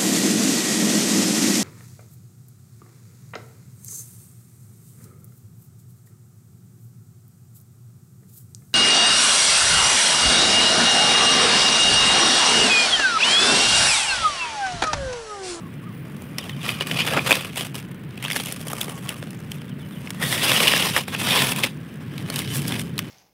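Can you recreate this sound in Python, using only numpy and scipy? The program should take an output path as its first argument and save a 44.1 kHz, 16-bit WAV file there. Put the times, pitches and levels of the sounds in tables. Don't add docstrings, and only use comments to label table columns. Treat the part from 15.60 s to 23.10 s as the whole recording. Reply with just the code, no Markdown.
import sys
import numpy as np
from scipy import signal
from scipy.fft import rfft, irfft
from scipy.io import wavfile

SR = 44100
rng = np.random.default_rng(int(sys.argv[2]) if len(sys.argv) > 2 else 0)


def store_wav(level_fs):
    pcm = np.round(np.clip(np.atleast_2d(level_fs), -1, 1) * 32767)
    wavfile.write(sys.argv[1], SR, pcm.T.astype(np.int16))


N = 330750
TIME = np.arange(N) / SR

# start t/s, slip rate/(1/s), spread of slip sizes/dB, depth of catching/dB
STROKES = [(0, 3100, 4.5, 2.6), (1.441, 3800, 4.5, 2.5), (1.901, 1250, 4, 4.5), (4.55, 5600, 4.5, 0.5),
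           (4.831, 5000, 2.5, 1.7), (5.449, 7000, 6, 1.4), (6.151, 1400, 5, 1.5)]
# f/Hz, width/Hz, weight/dB
NUDGED = [(1150, 170, -3), (2470, 93, 25), (2970, 177, 10), (4750, 125, 0)]
PUSHED = [(535, 47, 2), (1210, 270, 0), (1720, 130, -6), (2250, 17, -4), (2560, 270, 9), (3470, 58, -7),
          (4430, 33, -19), (4800, 85, 7)]
BENT = [(2860, 830, 0)]
GRIPPED = [(1900, 115, 37), (2660, 22, -5), (3600, 360, 19), (3620, 74, 0), (4796, 100, -10)]
DRAGGED = [(1060, 120, -1), (1820, 56, -16), (2870, 300, -1), (5030, 280, -8)]
LIFTED = [(1030, 185, 8), (1810, 85, -2), (2572, 100, 0), (3470, 820, -11)]
CRUMPLED = [(1080, 37, 1), (1640, 93, 9), (3030, 78, 15)]
# f/Hz, level/dB
LEAF_COLOUR = [(150, -41), (250, 18.5), (329, 1), (516, 0), (691, -3), (1160, -4), (1530, -6.5), (1780, -6),
               (2560, -2), (3380, -1), (4300, -10), (5110, -11.5), (6850, -22.5), (9340, -17), (15400, -26)]
# full force t/s, rise/s, hold/s, fall/s, ring/dB, body/dB, rasp/dB
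SHOVES = [(0.533, 0.39, 0.3, 0.22, -61, -51, -62), (0.78, 0.024, 0.035, 0.38, -44, -42.5, -48.5),
          (1.077, 0.074, 0.012, 0.13, -28, -32.5, -35), (1.214, 0.031, .01, 0.038, -29.5, -33.5, -43),
          (1.271, 0.015, 0.046, 0.13, -33, -32.5, -36.5), (1.379, 0.045, 0.037, 0.053, -22, -36, -38),
          (1.467, 0.046, 0.0089, 0.26, -28.5, -29.5, -32.5), (1.571, 0.18, 0.012, 0.049, -26, -23, -51),
          (1.687, 0.084, 0.016, 0.18, -24, -27, -30.5), (1.974, 0.059, 0.076, 0.051, -32, -36, -35.5),
          (2.15, 0.0089, .005, 0.074, -35, -35.5, -36.5), (2.65, 0.12, .04, .1, -35, -39, -44),
          (2.734, .06, 0.022, 0.29, -35, -39.5, -35), (2.88, 0.074, 0.0086, 0.095, -35, -39, -37),
          (3.116, 0.32, 0.16, .45, -44, -40, -41.5), (3.481, .06, .01, 0.22, -40.5, -40, -45),
          (3.916, 0.11, .03, 0.11, -50, -48, -50), (4.49, 0.66, 0.088, .15, -49.5, -46, -51),
          (6.039, 0.022, .008, 0.048, -23, -29.5, -31), (6.556, 0.47, 0.039, .2, -49.5, -49.5, -57),
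          (7.39, .15, 0.035, .3, -47.5, -52, -55)]
# t/s, ring/dB, body/dB, rasp/dB
DRAGS = [
    [(4.59, -53, -44, -48), (4.622, -28, -29, -31), (4.69, -32, -36, -32), (4.724, -25.5, -25, -26),
     (4.8, -28, -35, -33), (4.842, -20.5, -24.5, -25), (5.116, -19, -27, -25.5), (5.284, -24, -29.5, -29),
     (5.332, -31.5, -38.5, -36), (5.37, -23, -22, -26), (5.45, -44, -54, -51)],
    [(5.47, -49, -62, -59), (5.48, -37, -39, -43), (5.514, -41.5, -43, -43), (5.54, -26.5, -27.5, -37),
     (5.57, -37, -42, -51), (5.586, -30.5, -36, -33), (5.76, -15.5, -22.5, -26), (5.918, -28, -31.5, -26),
     (5.94, -40.5, -43, -49), (5.992, -30, -31, -29), (6.02, -36, -34, -39)],
    [(6.6, -43.5, -43, -49), (6.632, -48.5, -45, -57), (6.788, -33, -36, -35), (6.878, -37, -48.5, -44.5),
     (6.952, -31.5, -35, -26.5), (7.028, -41, -43, -43.5), (7.076, -35.5, -40, -39),
     (7.15, -35.5, -35, -42), (7.21, -38.5, -44, -37), (7.226, -44, -47, -47), (7.3, -55, -54, -57.5)],
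]
# ring/dB, body/dB, rasp/dB
REST_DB = (-65, -56.5, -62)
# t/s, blade f/Hz, ring/dB, body/dB, rasp/dB
SNAPS = [(.5655, 3500, -60, -48, -47), (.62, 3500, -66, -40, -42), (.7828, 5500, -25, -36, -27),
         (.8938, 2007, -29.5, -42.5, -46), (1.0896, 2440, -19.5, -37, -40), (1.2077, 2960, -20, -24.5, -34),
         (1.3113, 3070, -21, -30, -41), (1.4733, 3380, -25, -26, -31), (1.591, 2470, -19.5, -38, -44),
         (1.5726, 2560, -30, -17.5, -40), (1.7067, 2400, -17, -14, -22), (1.7164, 2500, -14.5, -13, -26),
         (1.725, 3660, -15.5, -19, -22), (1.8463, 2430, -33.5, -32, -35.5), (2.0078, 3300, -26, -30, -32),
         (2.153, 3100, -35, -38, -33), (2.5758, 2560, -38.5, -40, -44), (2.6247, 2730, -31, -46, -36),
         (2.6485, 2740, -26.5, -30, -33.5), (2.701, 2250, -24, -34, -33), (2.711, 2280, -24, -35, -34),
         (2.719, 3400, -26.5, -45, -28), (2.73, 4800, -31, -38, -29), (2.7607, 1720, -23, -25, -26.5),
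         (2.7988, 3330, -28.5, -31.5, -31), (2.923, 3230, -38, -48, -25), (3.082, 3110, -37, -50.5, -30),
         (3.131, 3100, -51, -25, -27.5), (3.2116, 3470, -22, -38, -23), (3.2802, 2350, -42, -30, -43),
         (3.4904, 2770, -25, -40, -25.5), (3.7054, 2690, -43, -55, -39), (3.9165, 3120, -30.5, -45, -33.5),
         (4.472, 2290, -34, -41, -58), (4.504, 1900, -31.5, -36, -30.5), (4.6242, 1850, -27, -28, -33),
         (4.7247, 2000, -25, -27, -26), (4.9165, 2620, -20, -19.5, -24), (4.962, 2900, -14.5, -40, -33),
         (5.0018, 2560, -17, -24, -35), (5.0715, 2910, -12.5, -30, -27), (5.0781, 2860, -10, -37, -22),
         (5.1358, 1870, -31, -15, -38), (5.1624, 1920, -29, -25, -32), (5.2235, 3200, -17.5, -30, -33),
         (5.3632, 1820, -22, -14, -28), (5.376, 3630, -23, -23, -24), (5.4797, 2180, -44, -28, -34),
         (5.5418, 1970, -32, -42, -34), (5.9203, 2620, -25, -27, -28), (5.9605, 2490, -28, -41, -28.5),
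         (6.034, 3150, -15.5, -37, -28), (6.0399, 2100, -20.5, -23.5, -23.5), (6.5787, 4040, -33, -48, -39),
         (6.6997, 4370, -33, -29.5, -27.5), (6.7588, 3820, -29, -50, -24), (6.7895, 3100, -27, -36, -24),
         (7.0793, 1962, -45, -38, -24.5), (7.1211, 2860, -25.5, -33, -32),
         (7.1942, 2360, -28.5, -41.5, -29), (7.3787, 4040, -29, -40, -28), (7.3898, 1610, -22, -30.5, -23)]
# start t/s, length/s, f/Hz, level/dB
SQUEAKS = [(.3, 0.16, 15100, -66), (0.568, 0.18, 14800, -65), (4.24, .18, 13800, -63)]
# ratio to its pitch, level/dB
SQUEAK_PARTIALS = [(.63, 0), (.79, -1), (1, 5)]
# start t/s, length/s, first f/Hz, middle f/Hz, last f/Hz, level/dB
BIRD_CALLS = [(0, 0.094, 1150, 1114, 970, -47), (0.222, 0.1, 932, 1210, 980, -44),
              (.795, 0.039, 3770, 3300, 2930, -36), (0.891, 0.053, 3800, 3350, 2980, -40),
              (1.006, 0.054, 3690, 3230, 2960, -36), (3.03, 0.19, 960, 1190, 1080, -44.5),
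              (3.21, 0.18, 1080, 1170, 1045, -44), (3.45, .12, 1028, 1213, 1080, -45),
              (3.97, 0.058, 3600, 3220, 2800, -50), (4.078, 0.056, 3650, 3170, 2900, -46),
              (4.192, 0.065, 3750, 3200, 2830, -47.5), (4.317, 0.078, 3700, 3200, 2750, -45)]
# f/Hz, level/dB
AIR_COLOUR = [(15, -73), (25, -46), (136, 0), (233, -6), (273, -10.5), (388, -18), (420, -17.5), (468, -22),
              (759, -34), (993, -33), (1700, -29), (3070, -35), (4130, -46), (9240, -77), (15400, -44.5)]
# t/s, level/dB
RUMBLE_SWELL = [(0.0, -36), (1.06, -34), (1.57, -29.5), (1.79, -35.5), (4.58, -34.5), (4.61, -30.5),
                (5.37, -31.5), (5.45, -36.5), (5.64, -27.5), (6.25, -36), (7.0, -27), (7.5, -32.5)]

BODY_LOW_HZ, BODY_TOP_HZ, RING_TOP_HZ = 360, 1834, 6770
FOLD_DB, FOLD_SPACING_HZ = 2.4, 210


def rubbing(stir_db, trim_db, shift_db):
    gains = [from_db(curve + db + shift_db * drift(140)) for curve, db in zip(stir_db, trim_db)]
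    stroke_now = np.searchsorted([row[0] for row in STROKES[1:]], TIME)
    out = np.zeros(N)
    for k, blade in enumerate((NUDGED, PUSHED, BENT, GRIPPED, DRAGGED, LIFTED, CRUMPLED)):
        _, per_s, spread_db, catch_db = STROKES[k]
        now = stroke_now == k
        force = slips(per_s, spread_db, catch_db, smooth_db=-3.5)[now]
        sound = travelling_contact(force, blade)
        out[now] = sum(gain[now] * rms_one(part) for gain, part in zip(gains, leaf_parts(sound)))
    return out


def slips(per_s, spread_db, catch_db, smooth_db):
    sizes = from_db(spread_db * np.minimum(rng.exponential(1, N), 3)) * rng.choice([-1, 1], N)
    clicks = rms_one(sizes * (rng.random(N) < per_s / SR))
    sliding = from_db(smooth_db) * rng.standard_normal(N)
    return (clicks + sliding) * from_db(catch_db * drift(220))


def travelling_contact(force, blade, size=1100):
    out = np.zeros(len(force) + SR)
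    for at in range(0, len(force), size):
        response = rms_one(leaf_response(blade, lift_db=3, widen=1.0))
        sound = signal.fftconvolve(force[at:at + size], response)
        out[at:at + len(sound)] += sound
    return out[:len(force)]


def leaf_response(resonances, lift_db, widen, count=100):
    folds_db = FOLD_DB * rng.standard_normal(count)

    def gain(hz):
        peaks = sum(from_db(db / 2) / (1 + (2 * (hz - f) / (width * widen)) ** 2)
                    for f, width, db in resonances)
        folds = from_db(np.interp(hz / FOLD_SPACING_HZ, np.arange(count), folds_db))
        return gain_at(LEAF_COLOUR, hz) * np.sqrt(1 + from_db(lift_db) ** 2 * peaks) * folds
    return impulse(gain, size=2048)


def leaf_parts(x):
    return (cut(x, [BODY_TOP_HZ, RING_TOP_HZ], "band", order=4),
            cut(x, [BODY_LOW_HZ, BODY_TOP_HZ], "band", order=4),
            cut(x, RING_TOP_HZ, "high", order=4))


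def stirring(swell_db, drag_db, let_go_db_per_s, size=7500):
    t = np.linspace(0, TIME[-1], size)
    moves = [np.outer(REST_DB, np.ones(size))]
    for s, rise, hold, fall, *levels in SHOVES:
        away = np.maximum(s - t, 0) / rise + np.maximum(t - s - hold, 0) / fall
        moves.append(np.array(levels)[:, None] - swell_db * away)
    for drag in DRAGS:
        s, *levels = np.transpose(drag)
        let_go = let_go_db_per_s * np.abs(t - np.clip(t, s[0], s[-1]))
        moves.append(np.array([np.interp(t, s, level) for level in levels]) + drag_db - let_go)
    total_db = 10 * np.log10(np.sum(from_db(moves) ** 2, axis=0))
    return np.array([np.interp(TIME, t, part) for part in total_db])


def snaps(rows, trim_db, rise_s, tear_t60, settle_db, settle_t60, size=4096):
    lead = size // 32
    out = np.zeros(N + size)
    t = (np.arange(size) - lead) / SR
    after = np.maximum(t - rise_s, 0)
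    gather = np.exp(2 * np.minimum(t / rise_s - 1, 0))
    tear = from_db(-60 * after / tear_t60)
    rustle = from_db(settle_db - 60 * after / settle_t60)
    envelope = gather * np.hypot(tear, rustle)
    attack = (t > 0) & (t < .005)
    for s, hz, *levels in rows:
        fractures = rng.laplace(size=size) * envelope
        blade = leaf_response([(hz, 520, 0)], lift_db=13, widen=0.54)
        sound = signal.fftconvolve(fractures, blade)[:size]
        at = int(s * SR) - lead
        for part, level, db in zip(leaf_parts(sound), levels, trim_db):
            out[at:at + size] += from_db(level + db) * part / np.sqrt(np.mean(part[attack] ** 2))
    return out[:N]


def small_snaps(stir_db, per_s, from_rasp_db, over_db, most_db, spread_db, pitch_hz, octaves, count=400):
    rows = []
    for (when, luck), (pitch, *chance) in zip(rng.random((count, 2)), rng.standard_normal((count, 4))):
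        at = int(when * (N - 1))
        stirred = stir_db[2, at] > from_rasp_db and at > SR // 10
        if stirred and luck < per_s * TIME[-1] / count:
            levels = np.minimum(stir_db[:, at] + over_db, most_db) + spread_db * np.array(chance)
            rows.append((at / SR, pitch_hz * 2 ** (octaves * pitch), *levels))
    return rows


def crumbs(rasp_db, per_s, over_db, most_db, tick_t60, low_hz, high_hz, count=5, size=512):
    level_db = np.minimum(rasp_db + over_db, most_db) + 3 * rng.standard_normal(N)
    fade = from_db(-60 * np.arange(size) / SR / tick_t60)
    out = np.zeros(N)
    for hz in np.geomspace(low_hz, high_hz, count):
        clicks = from_db(level_db) * (rng.random(N) < per_s / count / SR)
        band_hz = [hz / 2 ** (1 / 3), hz * 2 ** (1 / 3)]
        ring = rms_one(cut(rng.standard_normal(N), band_hz, "band", order=1))
        out += signal.fftconvolve(clicks, fade)[:N] * ring
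    return out


def squeaks(waver, roughness):
    out = np.zeros(N)
    wobble = 1 + waver * drift(30) + roughness * drift(1500)
    for s, length, hz, db in SQUEAKS:
        now = (TIME >= s) & (TIME < s + length)
        swell = from_db(db) * np.sqrt(2 * np.sin(np.pi * (TIME[now] - s) / length))
        phase = 2 * np.pi * np.cumsum(hz * wobble[now]) / SR
        out[now] += swell * sum(from_db(level) * np.sin(ratio * phase) for ratio, level in SQUEAK_PARTIALS)
    return out


def birds(level_db, waver, echo_t60, echo_db):
    out = np.zeros(N)
    wobble = 1 + waver * drift(200)
    for s, length, first, middle, last, db in BIRD_CALLS:
        now = (TIME >= s) & (TIME < s + length)
        progress = (TIME[now] - s) / length
        glide = np.polyfit([0, .5, 1], [first, middle, last], 2)
        hz = np.polyval(glide, progress) * wobble[now]
        swell = from_db(db + level_db) * np.sqrt(2 * np.sin(np.pi * progress))
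        out[now] += swell * np.sin(2 * np.pi * np.cumsum(hz) / SR)
    t = TIME[:SR // 2]
    trees = rng.standard_normal(len(t)) * from_db(-60 * t / echo_t60)
    return out + from_db(echo_db) * signal.fftconvolve(out, trees / np.linalg.norm(trees))[:N]


def open_air(rumble_trim_db, hush_db, split_hz):
    air = signal.fftconvolve(rng.standard_normal(N), impulse(lambda hz: gain_at(AIR_COLOUR, hz)))[:N]
    swell_db = np.interp(TIME, *np.transpose(RUMBLE_SWELL))
    rumble = from_db(swell_db + rumble_trim_db) * rms_one(cut(air, split_hz, "low", order=3))
    hush = from_db(hush_db) * rms_one(cut(air, split_hz, "high", order=3))
    return rumble + hush


def from_db(db):
    return 10 ** (np.asarray(db) / 20)


def rms_one(x):
    return x / np.sqrt(np.mean(x ** 2) + 1e-20)


def gain_at(points, hz):
    f, db = np.transpose(points)
    return from_db(np.interp(np.log(hz + 1), np.log(f), db))


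def drift(per_s):
    knots = rng.standard_normal(N // 20)
    return rms_one(np.interp(TIME * per_s, np.arange(len(knots)), knots))


def cut(x, hz, kind, order):
    return signal.sosfilt(signal.butter(order, hz, kind, fs=SR, output="sos"), x)


def impulse(gain_of_hz, size=4096):
    cepstrum = irfft(np.log(gain_of_hz(np.fft.rfftfreq(size, 1 / SR)) + 1e-9))
    cepstrum[1:size // 2] *= 2
    cepstrum[size // 2 + 1:] = 0
    return irfft(np.exp(rfft(cepstrum)))


def scene():
    stir_db = stirring(swell_db=20, drag_db=-1.5, let_go_db_per_s=600)
    leaves = rubbing(stir_db, trim_db=(-0.56, 0.08, 0.5), shift_db=0.88)
    ticks = crumbs(stir_db[2], per_s=30, over_db=7, most_db=-42, tick_t60=.01, low_hz=5000, high_hz=13000)
    calls = birds(level_db=-5, waver=.03, echo_t60=.1, echo_db=-3)
    air = open_air(rumble_trim_db=0.4, hush_db=-49, split_hz=620)
    whistles = squeaks(waver=.018, roughness=.013)
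    small = small_snaps(stir_db, per_s=13, from_rasp_db=-51, over_db=(3, 0, 5), most_db=(-27, -33, -31),
                        spread_db=2.5, pitch_hz=2850, octaves=.3)
    cracks = snaps(SNAPS + small, trim_db=(0, -.3, -.3), rise_s=.0012, tear_t60=.011,
                   settle_db=-17, settle_t60=.05)
    return (leaves + cracks + ticks + whistles + calls + air)[None]


def record(dry, ceiling=1.2, cutoff_hz=15600):
    rounded = ceiling * np.tanh(dry / ceiling)
    return signal.sosfilt(signal.ellip(10, .1, 80, cutoff_hz, fs=SR, output="sos"), rounded)


dry = scene()
out = record(dry)
store_wav(out)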